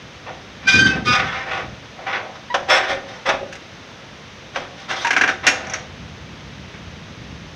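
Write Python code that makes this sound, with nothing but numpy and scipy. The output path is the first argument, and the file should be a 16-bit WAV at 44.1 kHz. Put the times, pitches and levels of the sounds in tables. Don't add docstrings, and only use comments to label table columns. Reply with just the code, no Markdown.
import sys
import numpy as np
from scipy import signal
from scipy.fft import rfft, irfft, next_fast_len
from scipy.io import wavfile
from scipy.ndimage import uniform_filter1d, minimum_filter1d, map_coordinates

SR = 44100
rng = np.random.default_rng(int(sys.argv[2]) if len(sys.argv) > 2 else 0)


def store_wav(level_fs):
    pcm = np.round(np.clip(np.atleast_2d(level_fs), -1, 1) * 32767)
    wavfile.write(sys.argv[1], SR, pcm.T.astype(np.int16))


N = 333286

# start_s, rise_s, hold_s, rub_db, flex_db, edge_db
SHEET_STROKES = [ (0.257, 0.019, 0.018, -36.5, -26.5, -67), (0.60, 0.042, .02, -39.5, -44, -53),
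                 (0.664, 0.027, .11, -26, -37.5, -23), (0.848, 0.025, 0.01, -29.5, -44, -27.5),
                 (0.898, 0.042, .04, -32, -27.5, -46), (1.043, 0.031, 0.092, -33, -42, -26.5),
                 (1.104, 0.038, .28, -22.5, -28.5, -41), (1.409, .12, 0.078, -27.5, -26.5, -44.5),
                 (1.952, .06, .04, -44, -32.5, -65), (2.05, 0.034, 0.037, -26.5, -29.5, -48),
                 (2.11, 0.034, 0.022, -24.5, -27, -52), (2.17, 0.035, 0.093, -48, -29, -65),
                 (2.675, .034, .064, -16.5, -13.5, -25.5), (2.794, 0.054, 0.046, -27.5, -26.5, -40.5),
                 (2.865, 0.04, 0.011, -23, -28.5, -30.5), (3.05, 0.044, 0.1, -43.5, -36.5, -47),
                 (3.249, 0.025, 0.016, -18.5, -18, -31), (4.529, 0.029, .085, -37, -38, -45),
                 (4.761, 0.035, 0.035, -43.5, -43, -44.5), (4.871, 0.047, .012, -28.5, -27.5, -34.5),
                 (4.948, 0.036, 0.051, -34.5, -32.5, -33.5), (5.264, 0.027, 0.026, -33, -30, -38.5),
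                 (5.425, .018, .03, -27, -29, -43), (5.495, 0.029, 0.28, -33, -27.5, -44.5)]
# rub_db_per_s, flex_db_per_s, edge_db_per_s
STROKE_RELEASES = [212, 185, 309]
# start_s, hold_s, level_db
PANEL_PRESSES = [(2.535, 0.085, -30), (2.715, 0.091, -33), (2.88, 0.097, -27), (3.263, .02, -26),
                 (3.33, .01, -27), (3.405, .008, -25), (4.565, 0.046, -30)]
# start_s, level_db, brightness_db
SHEET_KNOCKS = [(0.263, -27, -10), (2.353, -25, -1), (2.542, -2, -1.5), (3.279, -17, 0.5), (3.29, -3, -1),
                (4.558, -8.5, -1.5)]
CLAMP_JOLTS = [(3.526, -26, 10), (3.553, -29.5, 7), (4.911, -17.5, 3), (5.047, -11.5, 0), (5.068, -13, 2),
               (5.106, -6, -0.5), (5.130, -11.5, 1), (5.164, -5, -5), (5.177, -11.5, 1), (5.211, -3.5, -4),
               (5.236, -5, -7.5), (5.276, -12.5, -2), (5.290, -8.5, -8)]
SHEET_SNAP = [(5.467, 2, 10)]
CORNER_TAPS = [(5.6685, -28.5, 3), (5.697, -24.5, 9), (5.7358, -14, 4), (6.7403, -33, -17)]
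# start_s, hold_s, pitch_hz, level_db
HINGE_LOW_SQUEALS = [(0.663, 0.096, 1555, -14), (0.780, 0.073, 1564, -10), (0.874, 0.012, 1516, -19.5),
                     (0.926, .008, 1522, -23.5)]
HINGE_HIGH_SQUEALS = [(0.644, .002, 2345, -29), (0.666, 0.027, 2407, -15), (0.721, 0.058, 2436, -16),
                      (0.865, 0.062, 2575, -26)]
LEAF_SQUEAL = [(1.043, 0.07, 1230, -17.5)]
LEAF_CHIRP = [(2.498, .022, 960, -30)]
CLAMP_SQUEAL = [(5.044, 0.032, 940, -21.5)]
# harmonic_number, level_db
HINGE_HARMONICS = [(1, -1), (2, -14), (3, -18.5), (4, -24.5), (5, -38), (6, -52)]
SQUEAK_HARMONICS = [(1, 1), (2, -11.5), (3, -28.5), (4, -40)]
LEAF_HARMONICS = [(1, -1.5), (2, -3), (3, -14.5), (4, -9.5), (5, -33), (6, -35)]
JUDDER_HARMONICS = [(4, -16), (6, -2.5), (7, -12), (9, -7), (11, -8.5), (14, -11), (22, -21)]
CHIRP_HARMONICS = [(1, -0.5), (2, -8.5), (3, -18), (4, -18), (5, -29)]
# frequency_hz, level_db, t60_s
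SHEET_RESONANCES = [(284, -18, 0.42), (383.7, -9.5, 0.12), (548, 0.5, 0.092), (650, -5.5, 0.25),
                    (786, 2, 0.11), (1186, -13, 0.25), (1570, 3, 0.022), (1327, -3.5, 0.11),
                    (1970, -12.5, 0.16), (2560, -6.5, 0.13)]
EDGE_RESONANCES = [(3383, 0.5, 0.22), (5370, -3, 0.14), (7680, -17, 0.18), (10200, -33, .15)]
PANEL_RESONANCES = [(292, -8, 0.2), (379, -4.5, 0.16), (548, 6.5, 0.17), (640, -6.5, 0.12),
                    (798, -9.5, 0.11)]
CLAMP_RESONANCES = [(752, -2.5, 0.076), (960, -21, 0.046), (1499, -2, 0.09), (1593, 5.5, 0.044),
                    (1760, -23, .12), (2270, -11, 0.14), (2360, -3, 0.056), (2750, -7, 0.11),
                    (5660, -13, .12), (5990, -17, 0.11), (6800, -27, .15)]
SNAP_RESONANCES = [(745, -5, .2), (993, -8, .2), (1470, 1, 0.17), (1635, -2, 0.12), (2420, -4, .11),
                   (2714, -0.5, .09), (5570, -12.5, .1), (6650, -16, 0.12)]
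CORNER_RESONANCES = [(1580, -2, .08), (2230, 1, .08), (5600, 0, .05), (5790, 0, .05), (6110, -1, .05),
                     (6650, -8, .05)]
# frequency_hz, level_db
RUB_SPECTRUM = [(300, -26.5), (700, -3.5), (1100, 0), (1900, 4), (2700, -4), (3600, -11.5), (4300, -20.5),
                (6000, -20.5), (9000, -65)]
FLEX_SPECTRUM = [(70, -66), (280, -13.5), (390, -1), (620, 0), (850, 0), (1200, -9), (2500, -62)]
EDGE_SPECTRUM = [(2000, -25), (3400, 11), (4400, -2), (5400, 2.5), (6300, 0), (7000, -17), (9000, -20.5),
                 (11500, -33.5), (15500, -30)]
KNOCK_SPECTRUM = [(60, -65), (280, -25), (550, 6.5), (1000, 5.5), (1900, 1.5), (3500, -3), (4300, -14),
                  (6000, -8), (7200, -27), (11000, -45), (15500, -54)]
CLAMP_SPECTRUM = [(50, -41), (250, -2.5), (700, -5), (1200, 0.5), (1650, 8), (2700, 3), (3400, -6),
                  (4800, -9.5), (6300, -8.5), (7500, -21.5), (11000, -34.5), (15500, -49)]
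BUFFET_SPECTRUM = [(18, -62), (30, -41.5), (63, -8.5), (146, -3), (215, -1.5), (313, -8.5), (473, -14.5),
                   (600, -25.5), (780, -47), (1320, -120)]
AIR_SPECTRUM = [(22, -43), (49, -13.5), (113, -0.5), (280, -3.5), (370, -6.5), (527, -4), (750, -8.5),
                (1900, -8.5), (3750, -11.5), (4300, -17), (6250, -18), (7300, -35), (11000, -47),
                (15800, -50.5)]
# frequency_hz, t60_s
PLATE_DECAY = [(300, 0.24), (1500, 0.14), (6000, 0.094), (14000, 0.018)]
YARD_DECAY = [(200, 0.82), (2000, 0.35), (6000, 0.38), (14000, 0.19)]
# start_s, hold_s, level_db
WIND_GUSTS = [(0.61, 0.033, -29.5), (0.71, 0.4, -19), (1.03, 0.011, -22), (1.18, .025, -27.5),
              (1.59, 0.09, -35.5), (7.15, 0.11, -36.5)]
# time_s, level_db
BREEZE_LEVELS = [(0, -45), (1.5, -41), (2.1, -50), (4.9, -48), (5.6, -41), (6.12, -38.5), (7.56, -39.5)]

SAG_DB_PER_S = 31
SQUEAL_RELEASE_DB_PER_S = 404
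TOP_HZ = 15850


def sheet_scraping(catch_db=2.5, grit_db=3.5):
    slips = amp(catch_db * wobble(130) + grit_db * wobble(1500))
    rub_gain, flex_gain, edge_gain = stroke_gains()
    rub = amp(2.5) * rub_gain * friction(slips, RUB_SPECTRUM, plate_db=0.5, modes_db=-11.5)
    flex = amp(-3.5) * flex_gain * friction(slips, FLEX_SPECTRUM, plate_db=2, modes_db=-8.5)
    edge = amp(2) * edge_gain * friction(slips, EDGE_SPECTRUM, plate_db=19, modes_db=-21)
    singing = amp(17.5) * edge_gain * flex_gain * resonance(slips, EDGE_RESONANCES)
    press_gain = swells(PANEL_PRESSES, rise_s=0.014, release_db_per_s=300)
    drone = press_gain * resonance(slips, PANEL_RESONANCES)
    return rub + flex + edge + singing + drone


def stroke_gains():
    for k, release in enumerate(STROKE_RELEASES):
        strokes = [amp(levels_db[k]) * swell(start_s, rise_s, hold_s, release)
                   for start_s, rise_s, hold_s, *levels_db in SHEET_STROKES]
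        yield np.linalg.norm(strokes, axis=0)


def friction(slips, spectrum, plate_db, modes_db):
    grains = slips * rng.standard_normal(N)
    body = amp(plate_db) * diffuse_tail(PLATE_DECAY) + amp(modes_db) * modal_ring(SHEET_RESONANCES)
    ringing = signal.fftconvolve(grains, body)[:N]
    return unit_rms(coloured(grains + ringing, spectrum))


def resonance(slips, modes):
    grains = slips * rng.standard_normal(N)
    return unit_rms(signal.fftconvolve(grains, modal_ring(modes))[:N])


def clatter():
    knocks = impacts(SHEET_KNOCKS, KNOCK_SPECTRUM, SHEET_RESONANCES, gain_db=-11, modes_db=-4.5,
                     chatter_t60_s=0.092)
    jolts = impacts(CLAMP_JOLTS, CLAMP_SPECTRUM, CLAMP_RESONANCES, gain_db=-6, modes_db=0.5,
                    chatter_t60_s=0.061)
    snap = impacts(SHEET_SNAP, CLAMP_SPECTRUM, SNAP_RESONANCES, gain_db=-7.5, modes_db=-2.5,
                   chatter_t60_s=0.095)
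    taps = impacts(CORNER_TAPS, CLAMP_SPECTRUM, CORNER_RESONANCES, gain_db=-6.5, modes_db=-1,
                   chatter_t60_s=0.12)
    return knocks + jolts + snap + taps


def impacts(events, spectrum, modes, gain_db, modes_db, chatter_t60_s,
            plate_db=-3, rise_s=0.00083, hold_s=0.0069):
    out, t = np.zeros(N + SR), np.arange(SR // 2) / SR
    attack = 1 - np.exp(-t / rise_s)
    chatter_gain = amp(-60 * np.maximum(t - hold_s, 0) / chatter_t60_s)
    for start_s, level_db, brightness_db in events:
        chatter = unit_energy(rng.standard_normal(len(t)) * chatter_gain)
        plate = amp(plate_db) * diffuse_tail(PLATE_DECAY)
        burst = unit_energy(coloured((chatter + plate) * attack, spectrum))
        hit = burst + amp(modes_db) * modal_ring(modes) * attack
        hit = coloured(hit, [(1700, 0), (3000, brightness_db / 2), (8000, brightness_db)])
        attack_rms = np.std(hit[:SR // 100])
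        out[round(start_s * SR):][:len(t)] += amp(level_db + gain_db) * hit / attack_rms
    return out[:N]


def brake_squeals():
    low = squeal(HINGE_LOW_SQUEALS, HINGE_HARMONICS, gain_db=0.5, jitter=0.0041, rise_s=0.018,
                 glide_hz_per_s=-65.5, rasp_rad=0.12)
    high = squeal(HINGE_HIGH_SQUEALS, SQUEAK_HARMONICS, gain_db=-1, jitter=0.0053, rise_s=0.019,
                  glide_hz_per_s=300, rasp_rad=0.13)
    leaf = squeal(LEAF_SQUEAL, LEAF_HARMONICS, gain_db=1, jitter=0.005, rise_s=0.053, rasp_rad=0.068)
    judder = squeal(LEAF_SQUEAL, JUDDER_HARMONICS, gain_db=-4, jitter=0.0028, rise_s=0.06,
                    rasp_rad=0.02, softening=0, slips_per_cycle=5)
    chirp = squeal(LEAF_CHIRP, CHIRP_HARMONICS, gain_db=3, jitter=0.0097, rise_s=0.0072,
                   glide_hz_per_s=690)
    clamp = squeal(CLAMP_SQUEAL, SQUEAK_HARMONICS, gain_db=0.5, jitter=0.049, rise_s=0.0068)
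    return low + high + leaf + judder + chirp + clamp


def squeal(events, harmonics, gain_db, jitter, rise_s, glide_hz_per_s=0, rasp_rad=0.079,
           softening=0.27, flutter_db=2.5, slips_per_cycle=1):
    t = np.arange(N) / SR
    gains = [amp(level_db) * swell(start_s, rise_s, hold_s, SQUEAL_RELEASE_DB_PER_S)
             for start_s, hold_s, _, level_db in events]
    pitches_hz = [pitch_hz + glide_hz_per_s * (t - start_s) for start_s, _, pitch_hz, _ in events]
    envelope = sum(gains) + 1e-12
    slip_hz = sum(gain * hz for gain, hz in zip(gains, pitches_hz)) / envelope
    cycle_hz = slip_hz / slips_per_cycle * (1 + jitter * wobble(300))
    phase = 2 * np.pi * np.cumsum(cycle_hz) / SR
    phase += rasp_rad * wobble(900)
    tilt_db = softening * 20 * np.log10(envelope / envelope.max())
    tone = sum(amp(level_db + k * tilt_db + flutter_db * wobble(70)) * np.sin(round(k) * phase)
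               for k, level_db in harmonics)
    return np.sqrt(2) * tone * envelope * amp(gain_db)


def yard_reverberation(sound):
    response = np.pad(diffuse_tail(YARD_DECAY), (SR // 80, 0))
    return amp(-11.5) * signal.fftconvolve(sound, response)[:N]


def wind(flutter_db=1.5):
    breeze_db = np.interp(np.arange(N) / SR, *np.transpose(BREEZE_LEVELS))
    gust_gain = swells(WIND_GUSTS, rise_s=0.058, release_db_per_s=251)
    wind_db = 20 * np.log10(np.hypot(amp(breeze_db), gust_gain))
    buffet = unit_rms(coloured(rng.standard_normal(N), BUFFET_SPECTRUM) * amp(flutter_db * wobble(30)))
    strength = np.clip((wind_db + 34.5) / 12, 0, 1)
    rumble = unit_rms(coloured(buffet, [(60, 3), (130, -2), (250, -9.5), (600, -12.5)]))
    return amp(wind_db - 0.5) * (strength * buffet + (1 - strength) * rumble)


def air_hiss():
    return amp(-40) * unit_rms(coloured(rng.standard_normal(N), AIR_SPECTRUM))


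def modal_ring(modes):
    t = np.arange(SR // 2) / SR
    partials = [amp(level_db + rng.normal() - 60 * t / t60_s) / np.sqrt(t60_s)
                * np.sin(2 * np.pi * hz * t) for hz, level_db, t60_s in modes]
    return unit_energy(sum(partials))


def diffuse_tail(decay):
    hz, t, noise = signal.stft(rng.standard_normal(SR // 2), SR, nperseg=128)
    damping = amp(-60 * t / log_interp(decay, hz)[:, None])
    _, tail = signal.istft(noise * damping, SR, nperseg=128)
    return unit_energy(tail[:SR // 2])


def swell(start_s, rise_s, hold_s, release_db_per_s):
    out, t = np.zeros(N + SR), np.arange(SR) / SR
    attack = np.sin(np.pi / 2 * np.minimum(t / rise_s, 1)) ** 2
    sag_db = SAG_DB_PER_S * np.maximum(t - rise_s, 0)
    release_db = release_db_per_s * np.maximum(t - rise_s - hold_s, 0)
    out[round(start_s * SR):][:SR] = attack * amp(-sag_db - release_db)
    return out[:N]


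def swells(events, rise_s, release_db_per_s):
    pushes = [amp(level_db) * swell(start_s, rise_s, hold_s, release_db_per_s)
              for start_s, hold_s, level_db in events]
    return np.linalg.norm(pushes, axis=0)


def wobble(rate_hz):
    knots = rng.standard_normal(int(N * rate_hz / SR) + 4)
    return map_coordinates(knots, [np.arange(N) * rate_hz / SR])


def coloured(x, spectrum, size=8192):
    magnitude = amp(log_interp(spectrum, np.fft.rfftfreq(size, 1 / SR)))
    cepstrum = irfft(np.log(magnitude))
    cepstrum[1:size // 2] *= 2
    cepstrum[size // 2 + 1:] = 0
    response = irfft(np.exp(rfft(cepstrum)))
    return signal.fftconvolve(x, response)[:len(x)]


def log_interp(points, hz):
    points_hz, values = np.transpose(points)
    return np.interp(np.log(hz + 1), np.log(points_hz + 1), values)


def amp(db):
    return 10 ** (np.asarray(db) / 20)


def unit_rms(x):
    return x / np.sqrt(np.mean(x ** 2) + 1e-20)


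def unit_energy(x):
    return x / np.linalg.norm(x)


def scene():
    metal = brake_squeals() + sheet_scraping() + clatter()
    return (metal + yard_reverberation(metal) + air_hiss() + wind())[None]


def record(dry):
    ceiling, window = 0.92, SR // 400
    needed_gain = ceiling / np.maximum(np.abs(dry[0]), ceiling)
    gain = uniform_filter1d(minimum_filter1d(needed_gain, window), window)
    size = next_fast_len(N + 8192)
    passband = np.fft.rfftfreq(size, 1 / SR) < TOP_HZ
    return irfft(rfft(dry[0] * gain, size) * passband, size)[None, :N]


dry = scene()
out = record(dry)
store_wav(out)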